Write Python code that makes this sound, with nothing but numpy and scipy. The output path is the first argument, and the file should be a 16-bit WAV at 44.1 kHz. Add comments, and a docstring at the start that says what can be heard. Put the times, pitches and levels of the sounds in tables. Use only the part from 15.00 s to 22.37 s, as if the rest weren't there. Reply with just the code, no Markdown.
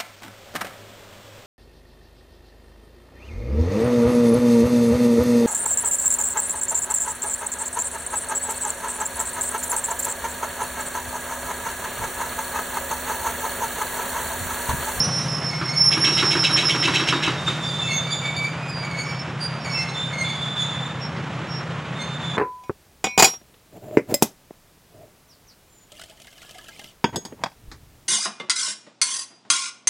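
"""Freight car wheels squeal on the rail, heard outdoors from beside a lawn on a stereo microphone.
Flanges stick and slip at several pitches, and high wheel shrieks ring on between their bursts.
About a second in, a wheel judders for a second and a half, grating and knocking some eight times a second.
Underneath are the rumble of rolling and the exhaust throb of the idling diesel locomotive.
Car sides, ballast and far walls send back faint echoes of the squeals and the grating."""
import sys
import numpy as np
from scipy import signal
from scipy.fft import rfft, irfft
from scipy.io import wavfile
from scipy.ndimage import uniform_filter1d

SR = 44100
rng = np.random.default_rng(int(sys.argv[2]) if len(sys.argv) > 2 else 0)


def materialize(psi):
    """Save the field psi as 16-bit PCM at rate SR to the path in sys.argv[1].

    A 1-D psi becomes a single channel; in a 2-D psi each row is a channel.
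    """
    bounded = np.clip(np.atleast_2d(psi).T, -1, 1)
    quanta = np.round(bounded * 32767).astype(np.int16)
    wavfile.write(sys.argv[1], SR, quanta)


N = 325017
TIME = np.arange(N) / SR
FREQS = np.fft.rfftfreq(N, 1 / SR)
CUTOFF_HZ = 15100


# High wheel shrieks near 5.4 kHz, and brief flange squeaks.
# Each row: middle in seconds, length in seconds, pitch in Hz, level in dB.
SHRIEKS = [(0.008, 0.047, 5385, -23), (0.038, 0.019, 5835, -32.5), (0.178, 0.11, 5388, -30),
           (0.292, 0.02, 5340, -29.5), (0.339, 0.096, 5330, -32.5), (0.475, 0.087, 5350, -31.5),
           (0.581, 0.076, 5389, -34.5), (0.689, 0.074, 5380, -31), (0.787, 0.039, 5380, -24),
           (0.829, .045, 5370, -17.5), (0.875, 0.039, 5386, -17.5), (0.926, 0.046, 5320, -26),
           (0.932, 0.052, 5561, -33), (1.035, 0.065, 5380, -23.5), (1.077, 0.071, 5560, -28.5),
           (1.169, 0.062, 5320, -26), (1.17, 0.053, 5561, -41), (1.292, 0.061, 5561, -35),
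           (1.291, 0.078, 5354, -23.5), (1.43, 0.092, 5340, -24), (1.547, .04, 5550, -31),
           (1.55, 0.044, 5375, -22.5), (1.674, 0.048, 5325, -24), (1.695, .05, 5550, -34.5),
           (1.826, 0.066, 5344, -28), (1.968, 0.13, 5561, -41), (2.091, 0.054, 5340, -33.5),
           (2.241, 0.056, 5400, -40), (2.654, 0.055, 5470, -48), (4.111, 0.11, 5400, -44.5),
           (4.207, 0.042, 5370, -39.5), (4.628, 0.05, 5430, -47), (4.779, 0.11, 5390, -32.5),
           (6.043, 0.056, 5437, -38.5), (6.55, 0.1, 5453, -40.5)]
SQUEAKS = [(0.23, 0.042, 3900, -47), (2.16, 0.072, 3720, -33.5), (2.4, 0.049, 3675, -39.5),
           (2.482, 0.028, 3686, -25.5), (2.69, 0.034, 4720, -37), (2.85, 0.052, 2646, -37),
           (2.925, 0.047, 2690, -35.5), (2.96, 0.041, 6470, -38.5), (3.12, 0.027, 4610, -34),
           (3.18, 0.059, 6920, -41), (3.78, 0.11, 4773, -41.5), (4.44, 0.051, 4740, -30.5),
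           (4.79, 0.075, 2650, -31), (4.895, 0.018, 3990, -39.5)]

def wheel_chirps(bursts, waver, rasp, flutter_db, level_db, octave_db, third_db=-40):
    """Brief bursts of stick-slip swell and let go; the faint ones ring more purely."""
    tremble = waver * drift(32) + rasp * drift(380)   # shares of the pitch
    flutter = flutter_db * np.tanh(drift(85))
    out = np.zeros(N)
    for middle, length, hz, db in bursts:
        on = abs(TIME - middle) < 2 * length
        force = drive(db)
        swell = np.exp(-(abs(TIME[on] - middle) / (0.58 * length)) ** 3)
        overtones = [overtone_db + 20 * np.log10(force)
                     for k, overtone_db in ((2, octave_db), (3, third_db)) if k * hz < CUTOFF_HZ]
        pitch = hz * (1 + force * tremble[on])
        out[on] += swell * from_db(db + level_db + force * flutter[on]) * tone(pitch, overtones)
    return out


def drive(db, full_db=-32):
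    """How hard a burst of this level drives a wheel, from 0 to 1."""
    return min(1, from_db((db - full_db) / 2))


# Three close wheel modes, each followed by its partials. Each row: frequency in Hz, level in dB.
FIRST_MODE = [(5389, 0), (10778, -13), (10732, -19), (6449, -23), (10438, -28), (9302, -31)]
SECOND_MODE = [(5561, 9), (7418, -27)]
THIRD_MODE = [(5831, 0), (9302, -12), (9625, -18), (4850, -15), (4366, -16), (3990, -15)]
# How those three ring on. Each row: gain in dB, decay in dB per second.
RING_DOWN = [(-9.5, 45), (-7, 29), (2.5, 59)]

def wheel_ring(partials_wake_db=-42, build_s=0.057, waver_hz=3.1, flutter_db=3.0):
    """Each shriek builds up the nearest lightly damped mode and its partials, which then ring down."""
    families = [FIRST_MODE, SECOND_MODE, THIRD_MODE]
    power = np.zeros((len(families), N))
    for middle, _, hz, db in SHRIEKS:
        nearest = np.argmin([abs(hz - modes[0][0]) for modes in families])
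        ring_db, db_per_s = RING_DOWN[nearest]
        since = TIME - middle
        ring = drive(db) ** 3 * from_db(db + ring_db - db_per_s * np.maximum(since, 0))
        power[nearest] += np.clip(since / build_s + 1, 0, 1) * ring ** 2
    out = 0
    for modes, level in zip(families, np.sqrt(power)):
        main, *partials = [from_db(db) * tone(hz + waver_hz * drift(26.4)) for hz, db in modes]
        awake = np.minimum(level / from_db(partials_wake_db), 1)
        out += level * from_db(flutter_db * drift(14.7)) * (main + awake * sum(partials))
    return out


# Flange rubs near 3.5 kHz and near 2.2 kHz.
# Each row: start in seconds, length in seconds, pitch in Hz, level in dB.
MID_RUBS = [(2.6, 0.17, 3560, -27), (2.78, 0.24, 3542, -25.5), (3.1, 0.034, 3524, -22.5),
            (3.24, 0.034, 3570, -26), (3.34, 0.056, 3590, -34), (4.94, 0.076, 3558, -24),
            (5.23, .25, 3490, -26), (5.56, 0.066, 3500, -20.5), (5.68, 0.065, 3493, -29),
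            (5.78, 0.046, 3550, -29.5), (6.95, 0.3, 3594, -35.5), (7.22, 0.14, 3500, -30.5)]
LOW_RUBS = [(.49, 0.057, 2164, -36), (.645, 0.058, 2144, -36), (.7, 0.042, 2203, -32),
            (.76, 0.031, 2155, -33), (2.87, 0.034, 2150, -21.5), (3.03, 0.1, 2280, -41),
            (3.21, 0.081, 2250, -29.5), (3.35, 0.11, 2290, -29), (3.56, 0.14, 2480, -41),
            (3.78, 0.074, 2268, -35.5), (3.89, 0.15, 2230, -31.5), (4.05, 0.16, 2295, -46.5),
            (4.63, 0.099, 2244, -35), (4.74, 0.098, 2117, -36.5), (4.85, 0.054, 2134, -40),
            (5.11, 0.12, 2138, -31), (5.25, 0.074, 2237, -36), (5.31, 0.027, 2120, -44),
            (6.97, 0.04, 2100, -37)]

def flange_squeal(rubs, overtones_db, waver, rasp, flutter_db, level_db, sharp, attack_s, release_s):
    """A flange sticks and slips: each rub swells, holds and lets go, sharp while it presses lightly."""
    tremble = 1 + waver * drift(22.9) + rasp * drift(170)
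    flutter = flutter_db * (np.tanh(drift(30)) + np.tanh(drift(110)))
    bite_db = 4.5 * drift(12)   # the overtones come and go
    out = np.zeros(N)
    for start, length, hz, db in rubs:
        on = (TIME > start) & (TIME < start + length + 10 * release_s)
        t = TIME[on] - start
        force = envelope(t, attack_s, length, release_s)
        pitch = hz * (1 + sharp * (1 - force)) * tremble[on]
        overtones = [overtone_db + bite_db[on] for overtone_db in overtones_db]
        out[on] += force * from_db(db + level_db + flutter[on]) * tone(pitch, overtones)
    return out


# Wheel modes in reach of the squeals' overtones. Each row: frequency in Hz, gain in dB.
OVERTONE_MODES = [(6455, 4), (6991, -12), (8500, 2.5), (11400, 4), (12950, 4), (14100, 14)]

def wheel_body(squeals, width_hz=60):
    """The wheel picks out overtones near its modes."""
    return squeals + sum(from_db(db) * resonate(squeals, hz, width_hz) for hz, db in OVERTONE_MODES)


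def squeal_flare(squeals, hz=3740, width_hz=330, level_db=-16.0):
    """Pressed hard, the squeal breaks up into a rasp just above its pitch."""
    rasp = noise_band(hz, width_hz)
    return running_rms(squeals, 1500) * from_db(level_db + 1.2 * np.tanh(drift(11))) * rasp


def flange_grit(squeals, level_db=-20.5):
    """The harder a flange squeals, the more it also scrapes."""
    pressure = running_rms(squeals, 2000) * from_db(level_db + drift(43))
    return friction_hiss(pressure, modes_db=-3.0, width_hz=5.5)


# The judder: a wheel slips with a rasp, then grips with a knock.
# Each row: start in seconds, seconds until it grips, rasp level in dB, knock level in dB.
SLIPS = [(0.906, 0.063, -21, -26.5), (1.035, 0.037, -18, -27.5), (1.168, 0.056, -18, -21),
         (1.299, 0.05, -21, -24.5), (1.427, 0.069, -17.5, -26.5), (1.557, 0.069, -16, -28),
         (1.681, 0.064, -17.5, -25), (1.822, 0.054, -16, -23), (1.936, 0.059, -16.5, -25.5),
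         (2.069, 0.054, -19, -22.5), (2.221, 0.053, -18.5, -23.5), (2.462, 0.013, -31, -27.5)]
# Spectrum of the scrape. Each row: frequency in Hz, level in dB.
SCRAPE_SPECTRUM = [(200, -20), (330, 9), (500, -15), (800, -22), (1500, -15), (2200, 1), (3000, -2),
                   (3900, -3), (4500, -22), (6000, -7.5), (8000, -16), (10000, -42), (12500, -73),
                   (15500, -52)]
# Wheel modes that the slips excite. Each row: frequency in Hz, width in Hz, level in dB.
SLIP_MODES = [(1650, 60, -7), (2230, 50, -6), (2650, 50, -2), (2870, 120, -4), (3068, 70, -4),
              (3270, 120, -5), (3838, 35, 0)]

def judder_grating(catches_per_s=14000, rise_s=0.021, tail_s=0.054, usual_hold_s=0.019, usual_db=-21):
    """Each slip is a crowd of tiny catches; the wheel modes it favours shift as the contact moves."""
    strokes = 0
    for start, _, db, _ in SLIPS:
        hold_s = usual_hold_s * from_db(usual_db - db)   # harder slips are spent sooner
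        strokes += from_db(db) * envelope(TIME - start, rise_s, hold_s, tail_s)
    catches = (rng.random(N) < catches_per_s / SR) * rng.choice([-1, 1], N)
    grains = strokes * rms_one(catches * from_db(2.5 * np.tanh(drift(110))))
    ring = 0
    for hz, width, db in SLIP_MODES:
        favour = from_db(7 * np.tanh(drift(12)))
        ring += from_db(db) * resonate(grains * favour, hz, width) / np.sqrt(width)
    ring = rms_one(colour(ring, [(5000, 0), (9000, 0.5), (14000, -9)]))
    scrape = .7 * rms_one(colour(grains, SCRAPE_SPECTRUM))
    return np.std(grains) * rms_one(scrape + ring)


def judder_screech(stick_hz=1450, slide_hz=3300, spread_hz=300, slide_db=-8, clank_db=-7.5, clank_s=.003):
    """Each slip breaks loose with a clank, then screeches up and down in pitch with its speed."""
    level = np.zeros(N)
    pitch = stick_hz + spread_hz * drift(396)
    for start, length, db, _ in SLIPS:
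        t = np.maximum(TIME - start, 0)
        speed = np.sin(np.pi * np.minimum(t / length, 1)) ** 2
        clank = t / clank_s * np.exp(1 - t / clank_s)
        level += from_db(db + slide_db) * speed + from_db(db + clank_db) * clank
        pitch += (slide_hz - stick_hz) * speed
    return level * tone(pitch)


# Lone jolts of the trucks under the cars. Each row: start in seconds, clatter in dB, boom in dB.
JOLTS = [(0.61, -26.5, -32), (3.845, -44, -40), (4.275, -43, -35.5), (6.16, -35.5, -32),
         (6.345, -41, -32.5)]
# Spectrum of a truck's clatter. Each row: frequency in Hz, level in dB.
CLATTER_SPECTRUM = [(180, -47), (260, -5), (330, 18.5), (420, -20), (550, -40), (750, 2.5), (1000, 11),
                    (1350, 9.5), (1800, 7.5), (3000, -2), (5000, -5), (12000, -41)]

def truck_knocks(clank_db=7.0, clatter_db=2.5, grip_boom_db=-1.5, rise_s=0.0049):
    """Each jolt or grip is a short clank, a clatter of the truck and a boom of the hollow car body."""
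    grips = [(start + grip_s, db, db + grip_boom_db) for start, grip_s, _, db in SLIPS]
    clank, clatter, boom = np.zeros((3, N))
    for start, db, boom_db in JOLTS + grips:
        t = TIME - start
        clank += from_db(db + clank_db) * envelope(t, rise_s, 0, decay_s=0.0082)
        clatter += from_db(db + clatter_db) * envelope(t, rise_s, 0, decay_s=0.045)
        boom += from_db(boom_db) * envelope(t, rise_s, 0, decay_s=0.058)
    return (clank * noise_band(hz=1300, width_hz=200)
            + clatter * stereo_noise(CLATTER_SPECTRUM, side_db=-46)
            + boom * noise_band(hz=318, width_hz=85))


# Flange hiss, and the high wheel modes that rubbing wakes. Each row: frequency in Hz, level in dB.
HISS_SPECTRUM = [(2500, -4), (4000, 11.5), (6500, 5.5), (8000, 6.5), (10000, -0.5), (12000, -7),
                 (15000, -5)]
RUBBED_MODES = [(4760, 17), (6449, 20.5), (6991, -12), (7418, 14.5), (8850, 13.5), (9520, 0)]

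def friction_hiss(pressure, modes_db, width_hz):
    """A rubbing flange hisses, and part of the hiss rings on in the wheel's high modes."""
    hiss = pressure * stereo_noise(HISS_SPECTRUM, side_db=-12.5)
    ring = sum(from_db(db) * resonate(hiss, hz, width_hz) for hz, db in RUBBED_MODES)
    return hiss + from_db(modes_db) * np.std(hiss) * rms_one(ring)


# The rolling cars as heard from the lawn. Each row: time in seconds, then rumble, roar and hiss in dB.
ROLLING_LEVELS = [(0, -28, -31, -42.5), (.7, -35.5, -34, -47), (1.2, -32, -32.5, -37.5),
                  (2.2, -33.5, -30.5, -46), (2.7, -33.5, -33.5, -46), (3.7, -34.5, -34, -58.5),
                  (5.5, -35.5, -33.5, -59), (6.3, -32.5, -34, -59), (7.37, -34.5, -34, -58)]
# Spectra of the car bodies and of the rails. Each row: frequency in Hz, level in dB.
RUMBLE_SPECTRUM = [(25, -19), (50, -52), (90, -3), (150, 4.5), (200, 0.5), (250, -2.5), (400, -7),
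                   (550, -5), (800, -29), (1500, -52.5)]
ROAR_SPECTRUM = [(300, -23.5), (600, -0.5), (1000, 0.5), (1400, -0.5), (2000, -4.5), (3000, -8.5),
                 (3700, -12), (4600, -21.5), (7000, -24), (14000, -57)]

def rolling():
    """Rough treads shake the car bodies (rumble) and the rails (roar); rubbing flanges hiss."""
    rumble_db, roar_db, hiss_db = in_time(ROLLING_LEVELS)
    rumble = from_db(rumble_db - 1.5) * stereo_noise(RUMBLE_SPECTRUM, side_db=-60)
    roar = from_db(roar_db + 0.37 + drift(26)) * stereo_noise(ROAR_SPECTRUM, side_db=-23.5)
    hiss = friction_hiss(from_db(hiss_db - 2 + drift(3.6)), modes_db=-4.5, width_hz=25)
    return rumble + roar + hiss


# The locomotive's idle. Each row: time in seconds, crankshaft turns per second.
CRANK_SPEED = [(0, 5.447), (3.6, 5.44), (7.4, 5.423)]
# The exhaust puffs within one crankshaft turn. Each row: position as a share of the turn,
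# opening level in dB, closing level in dB, pitch ratio.
EXHAUST_PUFFS = [(.029, -4, -18, 1.03), (.139, -2.7, -6.2, 1.02), (.278, -18, -12, 1.19),
                 (.389, -11, -13, .6), (.436, -1.4, -6, 1.01), (.6, -12, -6, 1.05), (.771, -2.3, -6, .97),
                 (.925, -6.7, -2.7, 1.02)]
# Spectrum of a puff leaving the muffler. Each row: frequency in Hz, level in dB.
MUFFLER_SPECTRUM = [(50, -86), (75, -100), (100, -53), (114, -73), (130, -40), (148, -46), (164, -41),
                    (185, -60), (220, -61), (300, -105), (1000, -150)]

def diesel_exhaust():
    """Unequal puffs repeat with every turn; the strong ones group into a slowly shifting throb."""
    turns_per_s, = in_time(CRANK_SPEED)
    turns = np.cumsum(turns_per_s) / SR
    out = 0
    for share, first_db, last_db, pitch in EXHAUST_PUFFS:
        onsets = np.searchsorted(turns, np.arange(share, turns[-1], 1))
        puffs = np.zeros(N)
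        puffs[onsets] = from_db(first_db + (last_db - first_db) * onsets / N)
        out += colour(puffs, [(hz * pitch, db) for hz, db in MUFFLER_SPECTRUM])
    return out * SR / (np.sqrt(2) * turns_per_s.mean())


def with_echoes(x, wet_db, t60_s=0.57, side_db=-11):
    """The direct sound, then many faint echoes from car sides, ballast and far walls."""
    t = TIME[:SR // 2]
    mid, side = rng.standard_normal((2, len(t))) * from_db(-60 * t / t60_s) * (t > .004)
    echoes = stereo(mid, side, side_db) / np.sqrt(np.sum(mid ** 2))
    return x + from_db(wet_db) * signal.fftconvolve(x[None], echoes, axes=1)[:, :N]


def from_db(db):
    """Decibels to gain."""
    return 10 ** (np.asarray(db) / 20)


def rms_one(x):
    """Scale to unit rms."""
    return x / np.sqrt(np.mean(x ** 2) + 1e-20)


def running_rms(x, samples):
    """Strength of a signal over a sliding window."""
    return np.sqrt(np.abs(uniform_filter1d(x ** 2, size=samples)))


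def envelope(t, rise_s, hold_s, decay_s):
    """A straight rise from t = 0, dying away from t = hold_s."""
    return np.clip(t / rise_s, 0, 1) * np.exp(-np.maximum(t - hold_s, 0) / decay_s)


def in_time(rows):
    """Each column of a curve at every sample."""
    seconds, *columns = np.transpose(rows)
    return [np.interp(TIME, seconds, column) for column in columns]


def colour(x, points):
    """Filter by a spectrum of (Hz, dB) points."""
    hz, db = np.transpose(points)
    return irfft(rfft(x) * from_db(np.interp(np.log(FREQS + 1), np.log(hz), db)), N)


def drift(rate):
    """A smooth random wander of spread 1 that changes about rate times a second."""
    r = np.exp(-40 * np.pi * rate / SR)
    slow = signal.lfilter([1], [1, -2 * r, r * r], rng.standard_normal(N // 20 + 2002))[2000:]
    return np.interp(np.arange(N) / 20, np.arange(len(slow)), rms_one(slow))


def stereo(mid, side, side_db):
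    """Mid and side to left and right."""
    return mid + from_db(side_db) * side * np.array([[1], [-1]])


def stereo_noise(spectrum, side_db):
    """Coloured noise, almost alike in both channels."""
    mid, side = rms_one(colour(rng.standard_normal((2, N)), spectrum))
    return stereo(mid, side, side_db)


def resonate(x, hz, width_hz):
    """One resonance with gain 1 at its peak."""
    r = np.exp(-np.pi * width_hz / SR)
    feedback = [1, -2 * r * np.cos(2 * np.pi * hz / SR), r * r]
    return signal.lfilter([(1 - r * r) / 2, 0, (r * r - 1) / 2], feedback, x)


def noise_band(hz, width_hz):
    """A narrow band of noise of rms 1."""
    return rms_one(resonate(resonate(rng.standard_normal(N), hz, width_hz), hz, 2 * width_hz))


def tone(hz, overtones_db=()):
    """A fundamental of rms 1 and its overtones, following a moving pitch."""
    phase = 2 * np.pi * np.cumsum(hz) / SR
    gains = [1, *from_db(overtones_db)]
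    return np.sqrt(2) * sum(gain * np.sin(k * phase) for k, gain in enumerate(gains, 1))


def scene():
    """The train from the lawn: squeals and judder on top, rolling and engine underneath."""
    shrieks = wheel_chirps(SHRIEKS, waver=.002, rasp=.0015, flutter_db=3.5, level_db=4.5, octave_db=-30.5)
    mid = flange_squeal(MID_RUBS, [-18, -35], waver=.003, rasp=.011, flutter_db=2.5,
                        level_db=-3.5, sharp=0.01373, attack_s=0.021, release_s=0.0635)
    low = flange_squeal(LOW_RUBS, [-10, -16.5, -24, -41, -38], waver=.006, rasp=.012, flutter_db=4,
                        level_db=0.5, sharp=0.0337, attack_s=0.0504, release_s=0.0284)
    squeaks = wheel_chirps(SQUEAKS, waver=.006, rasp=.01, flutter_db=2, level_db=4, octave_db=-17)
    flanges = mid + low + squeaks
    singing = with_echoes(wheel_ring() + shrieks, wet_db=-15)
    squealing = with_echoes(wheel_body(flanges) + squeal_flare(mid), wet_db=-6) + flange_grit(flanges)
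    judder = with_echoes(judder_grating() + judder_screech(), wet_db=-20.5)
    return singing + squealing + judder + truck_knocks() + rolling() + diesel_exhaust()


# Loss of the top octave in the air and the microphone. Each row: frequency in Hz, gain in dB.
TOP_LOSS = [(10800, -1), (12500, -3), (15000, -18)]
# Balance of the microphone's two ports. Each row: frequency in Hz, left minus right in dB.
PORT_BALANCE = [(500, 0), (1000, -.3), (2200, -1), (3600, -1.8), (5400, -3.9), (6400, -2.6), (9300, -2),
                (10750, -6.7), (11500, -.5)]
# Phase between the ports. Each row: frequency in Hz, lead of the left in radians.
PORT_PHASE = [(0, 0), (2250, -.18), (3600, -.26), (5400, -.16), (9800, -.15), (10750, -.7), (11500, -.1)]

def record(dry):
    """The microphone's right port hears the treble louder and sooner; the top is cut, the ends eased."""
    eased = dry * np.clip(np.minimum(TIME, TIME[-1] - TIME) / .003, 0, 1)
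    left, right = colour(eased, TOP_LOSS)
    left = colour(left, [(hz, db / 2) for hz, db in PORT_BALANCE])
    right = colour(right, [(hz, -db / 2) for hz, db in PORT_BALANCE])
    lead = np.interp(FREQS, *np.transpose(PORT_PHASE))
    left = irfft(rfft(left) * np.exp(1j * lead), N)
    return signal.sosfilt(signal.ellip(10, .1, 80, CUTOFF_HZ, fs=SR, output="sos"), [left, right])


dry = scene()
out = record(dry)
materialize(out)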